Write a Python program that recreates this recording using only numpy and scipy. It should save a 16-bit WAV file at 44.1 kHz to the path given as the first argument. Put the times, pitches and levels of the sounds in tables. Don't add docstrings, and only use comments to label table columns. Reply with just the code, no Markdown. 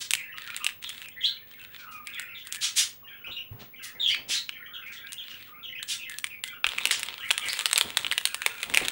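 import sys
import numpy as np
from scipy import signal
from scipy.fft import rfft, irfft
from scipy.io import wavfile
from scipy.ndimage import uniform_filter1d

SR = 44100
rng = np.random.default_rng(int(sys.argv[2]) if len(sys.argv) > 2 else 0)


def wav_record(signal):
    frames = np.transpose(np.atleast_2d(signal))
    bounded = np.clip(frames, -1, 1)
    quanta = np.round(bounded * 32767).astype(np.int16)
    wavfile.write(sys.argv[1], SR, quanta)


N = 392931
TIME = np.arange(N) / SR


def from_db(db):
    return 10 ** (np.asarray(db) / 20)


def rms_one(x):
    return x / np.sqrt(np.mean(x ** 2) + 1e-20)


def unit_energy(x):
    return x / np.sqrt(np.sum(x ** 2) + 1e-20)


def at_hz(points, hz):
    pitches, values = np.transpose(points)
    return np.interp(np.log(np.maximum(hz, 1)), np.log(pitches), values)


def add(track, s, sound):
    i = int(np.clip(s * SR, 0, N - 1))
    track[i:i + len(sound)] += sound[:N - i]


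def colour(x, spectrum, size=4096):
    gains = from_db(at_hz(spectrum, np.fft.rfftfreq(size, 1 / SR)))
    cepstrum = irfft(np.log(gains))
    cepstrum[1:size // 2] *= 2
    cepstrum[size // 2 + 1:] = 0
    response = irfft(np.exp(rfft(cepstrum)))
    return signal.oaconvolve(x, unit_energy(response))[:N]


def drift(rate, t):
    knots = rng.standard_normal(int(t[-1] * rate) + 2)
    return np.interp(t * rate, np.arange(len(knots)), knots)


def swell(t, length, edge_s):
    rise = np.clip(t / edge_s, 0, 1)
    fall = np.clip((length + edge_s - t) / edge_s, 0, 1)
    return np.sin(np.pi / 2 * rise * fall) ** 2


# (frequency [Hz], relative level [dB])
ROOM_TONE = [(20, -6), (45, -1), (70, -2), (120, 5), (175, -3), (205, -3), (240, 5), (290, -5), (480, -4),
             (700, -9), (1500, -10), (3000, -15), (6000, -31), (12000, -33)]
HISS_TONE = [(11500, -45), (13000, -14), (14500, -4), (15600, 0), (16300, -8), (17000, -25)]
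def background(whine_hz=15623.8):
    air = from_db(-61.5) * colour(rng.standard_normal(N), ROOM_TONE)
    hiss = from_db(-64) * colour(rng.standard_normal(N), HISS_TONE)
    phase = 2 * np.pi * whine_hz * TIME + .3 * drift(500, TIME)
    whine = from_db(-51) * np.sqrt(2) * np.sin(phase)
    return air + hiss + whine


# (frequency [Hz], time to fade by 60 dB [s])
ROOM_FADE = [(300, 0.49), (3000, 0.25), (6000, 0.24), (16000, 0.19)]
def room(x, gap_s, dense_s):
    t, tail = TIME[:SR // 2], 0
    density = np.minimum((t / dense_s) ** 2 + 0.0033, 1)
    echoes = rng.standard_normal(len(t)) * (rng.random(len(t)) < density) / np.sqrt(density)
    edges = np.geomspace(100, 17000, 13)
    for low, high in zip(edges, edges[1:]):
        band = signal.sosfiltfilt(signal.butter(2, [low, high], "band", fs=SR, output="sos"), echoes)
        tail = tail + band * 1000. ** (-t / at_hz(ROOM_FADE, np.sqrt(low * high)))
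    fade_in = np.clip(t / gap_s - 1, 0, 1)
    return signal.oaconvolve(x, unit_energy(tail * fade_in))[:N]


MIDDLE_NOTE_HZ = 3006
def warble(notes, waver, waver_hz, edge_s, buzz, buzz_hz):
    out, t = np.zeros(N), TIME[:SR // 6]
    for s, length, first_hz, last_hz, db in notes:
        glide_hz = first_hz * (last_hz / first_hz) ** np.minimum(t / length, 1)
        hz = glide_hz * (1 + waver * drift(waver_hz, t))
        phase = 2 * np.pi * np.cumsum(hz) / SR
        tone = np.sin(phase) + from_db(-28) * np.sin(2 * phase)
        flutter = 1 + buzz * first_hz / MIDDLE_NOTE_HZ * drift(buzz_hz, t)
        add(out, s, from_db(db) * swell(t, length, edge_s) * flutter * tone)
    return out


# (start [s], end [s], level [dB])
CHATTER_PHRASES = [(0.2, .61, -49.5), (0.894, 1.12, -62), (1.275, 1.43, -58), (1.504, 1.9, -56),
                   (2.049, 2.582, -52.5), (3.025, 3.316, -52.5), (3.721, 4.002, -54.5), (4.523, 5.03, -52),
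                   (5.044, 5.6, -55.5), (5.676, 5.8, -46), (6.427, 6.54, -49), (7.149, 7.68, -48.5),
                   (8.271, 8.616, -50.5)]
def chatter(per_s=60, centre_hz=1985, glide_octaves=0.2135, note_s=0.01633):
    notes = []
    for start, end, db in CHATTER_PHRASES:
        times = np.arange(start, end, 1 / per_s)
        for s, (late, long, high, slide, loud) in zip(times, rng.uniform(-1, 1, size=(200, 5))):
            octaves = 0.68 * high
            first_hz = centre_hz * 2 ** octaves
            last_hz = first_hz * 2 ** (glide_octaves * slide)
            note_db = db + 7 * loud + 2.5 * octaves
            notes.append((s + late / per_s / 2, note_s * 2 ** (long / 2), first_hz, last_hz, note_db))
    return warble(notes, waver=0.026, waver_hz=412, edge_s=0.01, buzz=1.42, buzz_hz=495)


# (time [s], starting pitch [Hz], glide [octaves], level [dB])
WHISTLE_NOTES = [(0.159, 2733, -0.43, -37.5), (0.603, 2420, 0.31, -40.5), (0.846, 3700, -0.16, -41),
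                 (1.021, 3020, -0.31, -47), (1.159, 1850, 0.19, -43), (1.191, 1780, -.12, -64),
                 (1.206, 3494, -.22, -35.5), (1.234, 2863, 0.48, -22), (1.78, 1585, -0.39, -49.5),
                 (1.871, 1310, -0.13, -51.5), (1.92, 2460, -.03, -49.5), (2.06, 2065, 0.39, -43.5),
                 (2.128, 3520, -0.076, -44), (2.139, 2693, -0.57, -41.5), (2.281, 2875, -0.45, -46),
                 (2.345, 3616, -0.093, -45), (3.071, 2540, -0.2, -52), (3.239, 2270, 0.41, -38.5),
                 (3.311, 3540, 0.038, -37.5), (3.362, 2850, 0.0037, -36.5), (3.776, 2930, -0.18, -49),
                 (3.81, 2130, -0.23, -48.5), (3.995, 3777, -0.072, -33), (4.028, 3604, -0.22, -28.5),
                 (4.058, 3285, -0.088, -25.5), (4.095, 1990, 0.38, -32), (4.103, 4370, 0.099, -34),
                 (4.351, 4110, -0.078, -32), (4.519, 2370, -0.15, -48.5), (4.733, 3665, -0.31, -40.5),
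                 (4.858, 2190, .11, -42), (4.958, 3220, 0.092, -44), (5.177, 3575, -0.25, -39),
                 (5.627, 3700, -0.34, -40.5), (5.898, 3200, 0.13, -35.5), (5.985, 2775, -0.14, -41),
                 (6.019, 3600, -0.3, -47.5), (6.05, 2260, -0.4, -44.5), (6.297, 2770, -0.3, -45),
                 (6.761, 2700, -0.22, -40.5), (6.799, 3660, 0.033, -38.5), (7.197, 3176, -0.25, -40),
                 (7.224, 1897, 0.25, -37.5), (7.406, 3390, -0.27, -37), (7.42, 2370, -0.28, -36),
                 (7.479, 3600, .38, -30.5), (7.49, 5160, 0.012, -40)]
def whistles():
    notes = []
    for s, hz, glide, db in WHISTLE_NOTES:
        length = .047 * (MIDDLE_NOTE_HZ / hz) ** 1.3 * (.55 if glide > 0 else 1)
        notes.append((s, length, hz, hz * 2 ** glide, db))
    return warble(notes, waver=0.031, waver_hz=498, edge_s=0.0061, buzz=0.84, buzz_hz=802)


# (frequency [Hz], relative level [dB])
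RASP_TONE = [(400, -49), (850, -30.5), (1300, -16.5), (2000, -7.5), (3300, 2), (4200, 0), (6300, 0),
             (10000, -0.5), (12500, -5.5), (16000, -5.5)]
# (time [s], length before fading [s], level before fades [dB], treble limit [Hz])
SQUAWK_CALLS = [(0, 0.0017, -19, 6850), (1.215, 0.042, -48.5, 6700), (1.768, 0.028, -51, 4260),
                (1.905, 0.0098, -44.5, 9100), (2.363, 0.024, -53.5, 3460), (2.602, 0.039, -26.5, 6400),
                (2.75, 0.038, -21.5, 8900), (3.583, 0.017, -44.5, 2330), (3.819, 0.019, -37, 14500),
                (4.059, 0.038, -40, 6030), (4.277, 0.059, -29, 6020), (4.854, 0.0095, -49, 6400),
                (4.91, 0.015, -41, 4414), (5.284, 0.013, -42, 3457), (5.869, 0.046, -32.5, 9050),
                (6.896, 0.023, -26.5, 6160)]
def squawks(pulse_hz=328.6, depth=0.6):
    out, t = np.zeros(N), TIME[:SR // 6]
    air = colour(rng.standard_normal(N), RASP_TONE)
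    for s, length, db, bright_hz in SQUAWK_CALLS:
        i = rng.integers(N - len(t))
        chop_hz = pulse_hz * (1 + 0.13 * drift(91, t))
        chop = 1 + depth * np.sin(2 * np.pi * np.cumsum(chop_hz) / SR)
        treble_cut = signal.butter(2, bright_hz, fs=SR, output="sos")
        call = signal.sosfilt(treble_cut, air[i:i + len(t)] * chop)
        add(out, s, from_db(db) * rms_one(call) * swell(t, length, edge_s=.034))
    return out


# (frequency [Hz], relative level [dB])
SCUFF_TONE = [(80, -9), (300, -6.5), (800, -9), (1300, -14), (9000, -41)]
# (start [s], end [s], level [dB])
TABLE_SLIDES = [(3.26, 3.338, -54), (3.501, 3.68, -52), (3.872, 4.37, -57.5), (6.633, 7.187, -59.5),
                (7.275, 7.515, -60.5), (7.669, 8.25, -57.5), (8.623, 8.918, -49.5)]
def slides(patchy_db=6.0):
    force = np.zeros(N)
    for start, end, db in TABLE_SLIDES:
        add(force, start, from_db(db) * signal.windows.tukey(int((end - start) * SR), .5))
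    return force * from_db(patchy_db * drift(40, TIME)) * colour(rng.standard_normal(N), SCUFF_TONE)


# (time [s], pitch [Hz], level [dB])
TABLE_BUMPS = [(3.513, 100, -33.5), (3.542, 120, -39), (6.663, 44.7, -46.5), (8.77, 256, -53),
               (8.814, 474, -27.5)]
def bumps(cycles_to_peak=0.52):
    out, t = np.zeros(N), TIME[:SR // 5]
    for s, hz, db in TABLE_BUMPS:
        age = t * hz / cycles_to_peak
        add(out, s, from_db(db) * np.sin(2 * np.pi * hz * t) * age * np.exp(1 - age))
    return out


# (frequency [Hz], relative level [dB])
CRACK_TONE = [(1000, -3.5), (3500, 5.5), (5500, -1.5), (8200, 6.5), (10000, 3), (12300, -6), (15000, -4.5),
              (16500, -56)]
PANEL_TONE = [(100, -47), (450, 8), (700, -6.5), (950, -3), (1500, -3), (2200, 1.5), (3600, 2),
              (5500, -15.5), (16000, -36.5)]
def foil_tone(cracks, panel):
    return colour(cracks, CRACK_TONE) + colour(panel, PANEL_TONE)


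def radiate(foil, flat_hz=1300, open_hz=840, zip_parts_s=6.6):
    parts = [(flat_hz, TIME < zip_parts_s), (open_hz, TIME >= zip_parts_s)]
    return sum(signal.sosfilt(signal.butter(3, hz, "high", fs=SR, output="sos"), foil * when)
               for hz, when in parts)


# (start [s], end [s], crackle [dB], panel [dB])
FINGER_TOUCHES = [(0.354, 0.735, -59, -44.5), (0.807, 1.067, -53, -45), (1.465, 1.789, -65, -52),
                  (2.044, 2.23, -61, -55), (2.448, 2.503, -52, -50.5), (2.516, 2.572, -37.5, -40),
                  (5.065, 5.145, -62, -64), (5.224, 5.533, -64, -50.5), (6.107, 6.185, -56, -48),
                  (6.45, 6.489, -44.5, -50)]
# (time [s], crackle [dB], panel's low tones [dB])
LONG_PULL = [(6.65, -75, -65), (6.71, -51, -50), (6.82, -54, -55), (6.89, -54, -53), (7.0, -53, -51.5),
             (7.12, -62, -52.5), (7.3, -49.5, -73), (7.37, -64, -77), (7.49, -36, -47.5),
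             (7.67, -42, -53.5), (7.9, -48, -52), (8.34, -53, -68), (8.48, -53, -62), (8.91, -44.5, -47.5)]
def handling():
    times, *levels = np.transpose(LONG_PULL)
    crackle, lows = [from_db(np.interp(TIME, times, db)) * (TIME >= times[0]) for db in levels]
    flex = from_db(13.5) * lows
    for start, end, crackle_db, flex_db in FINGER_TOUCHES:
        press = signal.windows.tukey(int((end - start) * SR), .15)
        add(crackle, start, from_db(crackle_db) * press)
        add(flex, start, from_db(flex_db) * press)
    return crackle, flex


def crinkle(base_per_s=130, spread_db=5.5, clump_db=5.0, grain_s=0.0007, rub=0.29):
    sizes = from_db(spread_db * np.minimum(rng.exponential(1, N), 3.2))
    gives_way = rng.random(N) < base_per_s * from_db(clump_db * drift(40, TIME)) / SR
    decay = np.exp(-2 / (grain_s * SR))
    power = signal.lfilter([1], [1, -decay], gives_way * sizes ** 2 + 1e-18) + rub ** 2
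    grains = np.sqrt(power / uniform_filter1d(power, size=SR // 5))
    crackle, flex = handling()
    return foil_tone(crackle * grains * rng.standard_normal(N), flex * grains * rng.standard_normal(N))


# (time [s], ring level [dB], ring pitch [Hz], crack level [dB])
LOUD_CREASES = [(0.1078, -14.5, 3580, -19.5), (0.1351, -30, 2754, -23.5), (0.1358, -11, 2600, -19.5),
                (0.383, -26.5, 1930, -48.5), (0.5023, -25.5, 2340, -46), (0.5642, -21.5, 2630, -28),
                (0.6443, -22, 2630, -25), (0.6653, -14, 2680, -24.5), (0.827, -32, 2780, -43),
                (0.8444, -22.5, 3300, -55), (0.8929, -28, 3100, -32.5), (1.0853, -38, 2610, -43.5),
                (2.0715, -24.5, 2280, -37.5), (2.1964, -26.5, 1900, -31.5), (2.5243, -30, 3130, -27),
                (4.1464, -14, 2300, -43), (4.4924, -17, 2960, -42), (5.0704, -31, 3700, -59),
                (5.1213, -34, 3540, -36.5), (5.131, -48, 3720, -31.5), (5.8285, -24, 3010, -31.5),
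                (6.0968, -31.5, 1830, -34.5), (6.1854, -43, 2050, -28), (6.2425, -15, 2310, -28),
                (6.4386, -16, 2880, -31.5), (6.6433, -7.5, 2500, -36), (6.6665, -13, 2880, -28.5),
                (6.784, -17.5, 2350, -32.5), (6.8545, -7.5, 2940, -19), (6.871, -27, 2940, -29),
                (6.9098, -13.5, 2150, -24), (6.9134, -15, 3100, -21), (6.995, -32, 2020, -28.5),
                (7.0313, -21, 2700, -26), (7.3062, -8, 2610, -31), (7.311, -10.5, 3260, -20.5),
                (7.3791, -15, 2730, -24.5), (7.5991, -16.5, 3000, -40), (7.6573, -9, 4280, -20),
                (7.73, -12.5, 2860, -16), (7.7594, -8, 3800, -28), (7.7783, -12.5, 2470, -14.5),
                (7.7846, -17, 2030, -21.5), (7.8111, -6, 3520, -21), (7.9712, -6.5, 3600, -19),
                (8.0466, -17, 3000, -48), (8.066, -15, 3120, -38), (8.114, -12, 2980, -34),
                (8.1227, -15, 2020, -29), (8.1792, -10.5, 2870, -22.5), (8.2541, -7.5, 3700, -16.5),
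                (8.3448, -15.5, 2930, -25), (8.419, -16.5, 2320, -34.5), (8.4623, -7, 2310, -18),
                (8.6304, -11.5, 3420, -28.5), (8.7393, -16, 2120, -29), (8.746, -9.5, 2800, -20),
                (8.773, -6, 2370, -17), (8.8835, -12.5, 3540, -24.5)]
def crease_chains(neighbours=2, mean_wait_s=.008, mean_loss_db=13.5, scatter_octaves=0.35):
    rows = []
    chains = rng.random((len(LOUD_CREASES), neighbours, 3))
    for (s, ring_db, hz, crack_db), chain in zip(LOUD_CREASES, chains):
        rows.append((s, ring_db, hz, crack_db))
        for wait, weak, high in chain:
            s -= mean_wait_s * np.log(1 - wait)
            loss_db = mean_loss_db * (.5 + weak)
            ring_db, crack_db = ring_db - loss_db, crack_db - loss_db
            rows.append((s, ring_db, hz * 2 ** (scatter_octaves * (2 * high - 1)), crack_db))
    return rows


def snaps(ring_cycles=1.7, give_s=0.0002, panel_s=0.0014, crack_s=0.00096, flutter_s=0.0092):
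    rings, panel, cracks = np.zeros((3, N))
    t = TIME[:SR // 30]
    flutter = 0.086 * np.exp(-t / flutter_s)
    giving_way = 1 - np.exp(-t / give_s)
    for s, ring_db, hz, crack_db in crease_chains():
        panel_noise, crack_noise = rng.standard_normal((2, len(t))) * giving_way
        age = t * hz / ring_cycles
        ring = np.sin(2 * np.pi * hz * t) * np.sqrt(age) * np.exp(-age) * rng.choice([-1, 1])
        ring = from_db(ring_db) * ring / np.abs(ring).max()
        flex = unit_energy(panel_noise * (np.exp(-t / panel_s) + flutter))
        crack = unit_energy(crack_noise * (np.exp(-t / crack_s) + flutter / 2))
        add(rings, s, ring)
        add(panel, s, from_db(-2) * np.linalg.norm(ring) * flex)
        add(cracks, s, from_db(crack_db) * np.sqrt(0.0036 * SR) * crack)
    return rings + foil_tone(cracks, panel)


def scene():
    hands = radiate(snaps() + crinkle()) + bumps() + slides()
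    bird = chatter() + whistles() + squawks()
    near = hands + from_db(-13.5) * room(hands, gap_s=0.0032, dense_s=0.11)
    far = bird + from_db(2.5) * room(bird, gap_s=0.0014, dense_s=0.08)
    return (near + far + background())[None]


def record(dry):
    ceiling, cutoff_hz = .7, 16900
    rounded = dry / (1 + (dry / ceiling) ** 4) ** (1 / 4)
    return signal.sosfilt(signal.ellip(10, .2, 70, cutoff_hz, fs=SR, output="sos"), rounded)


dry = scene()
out = record(dry)
wav_record(out)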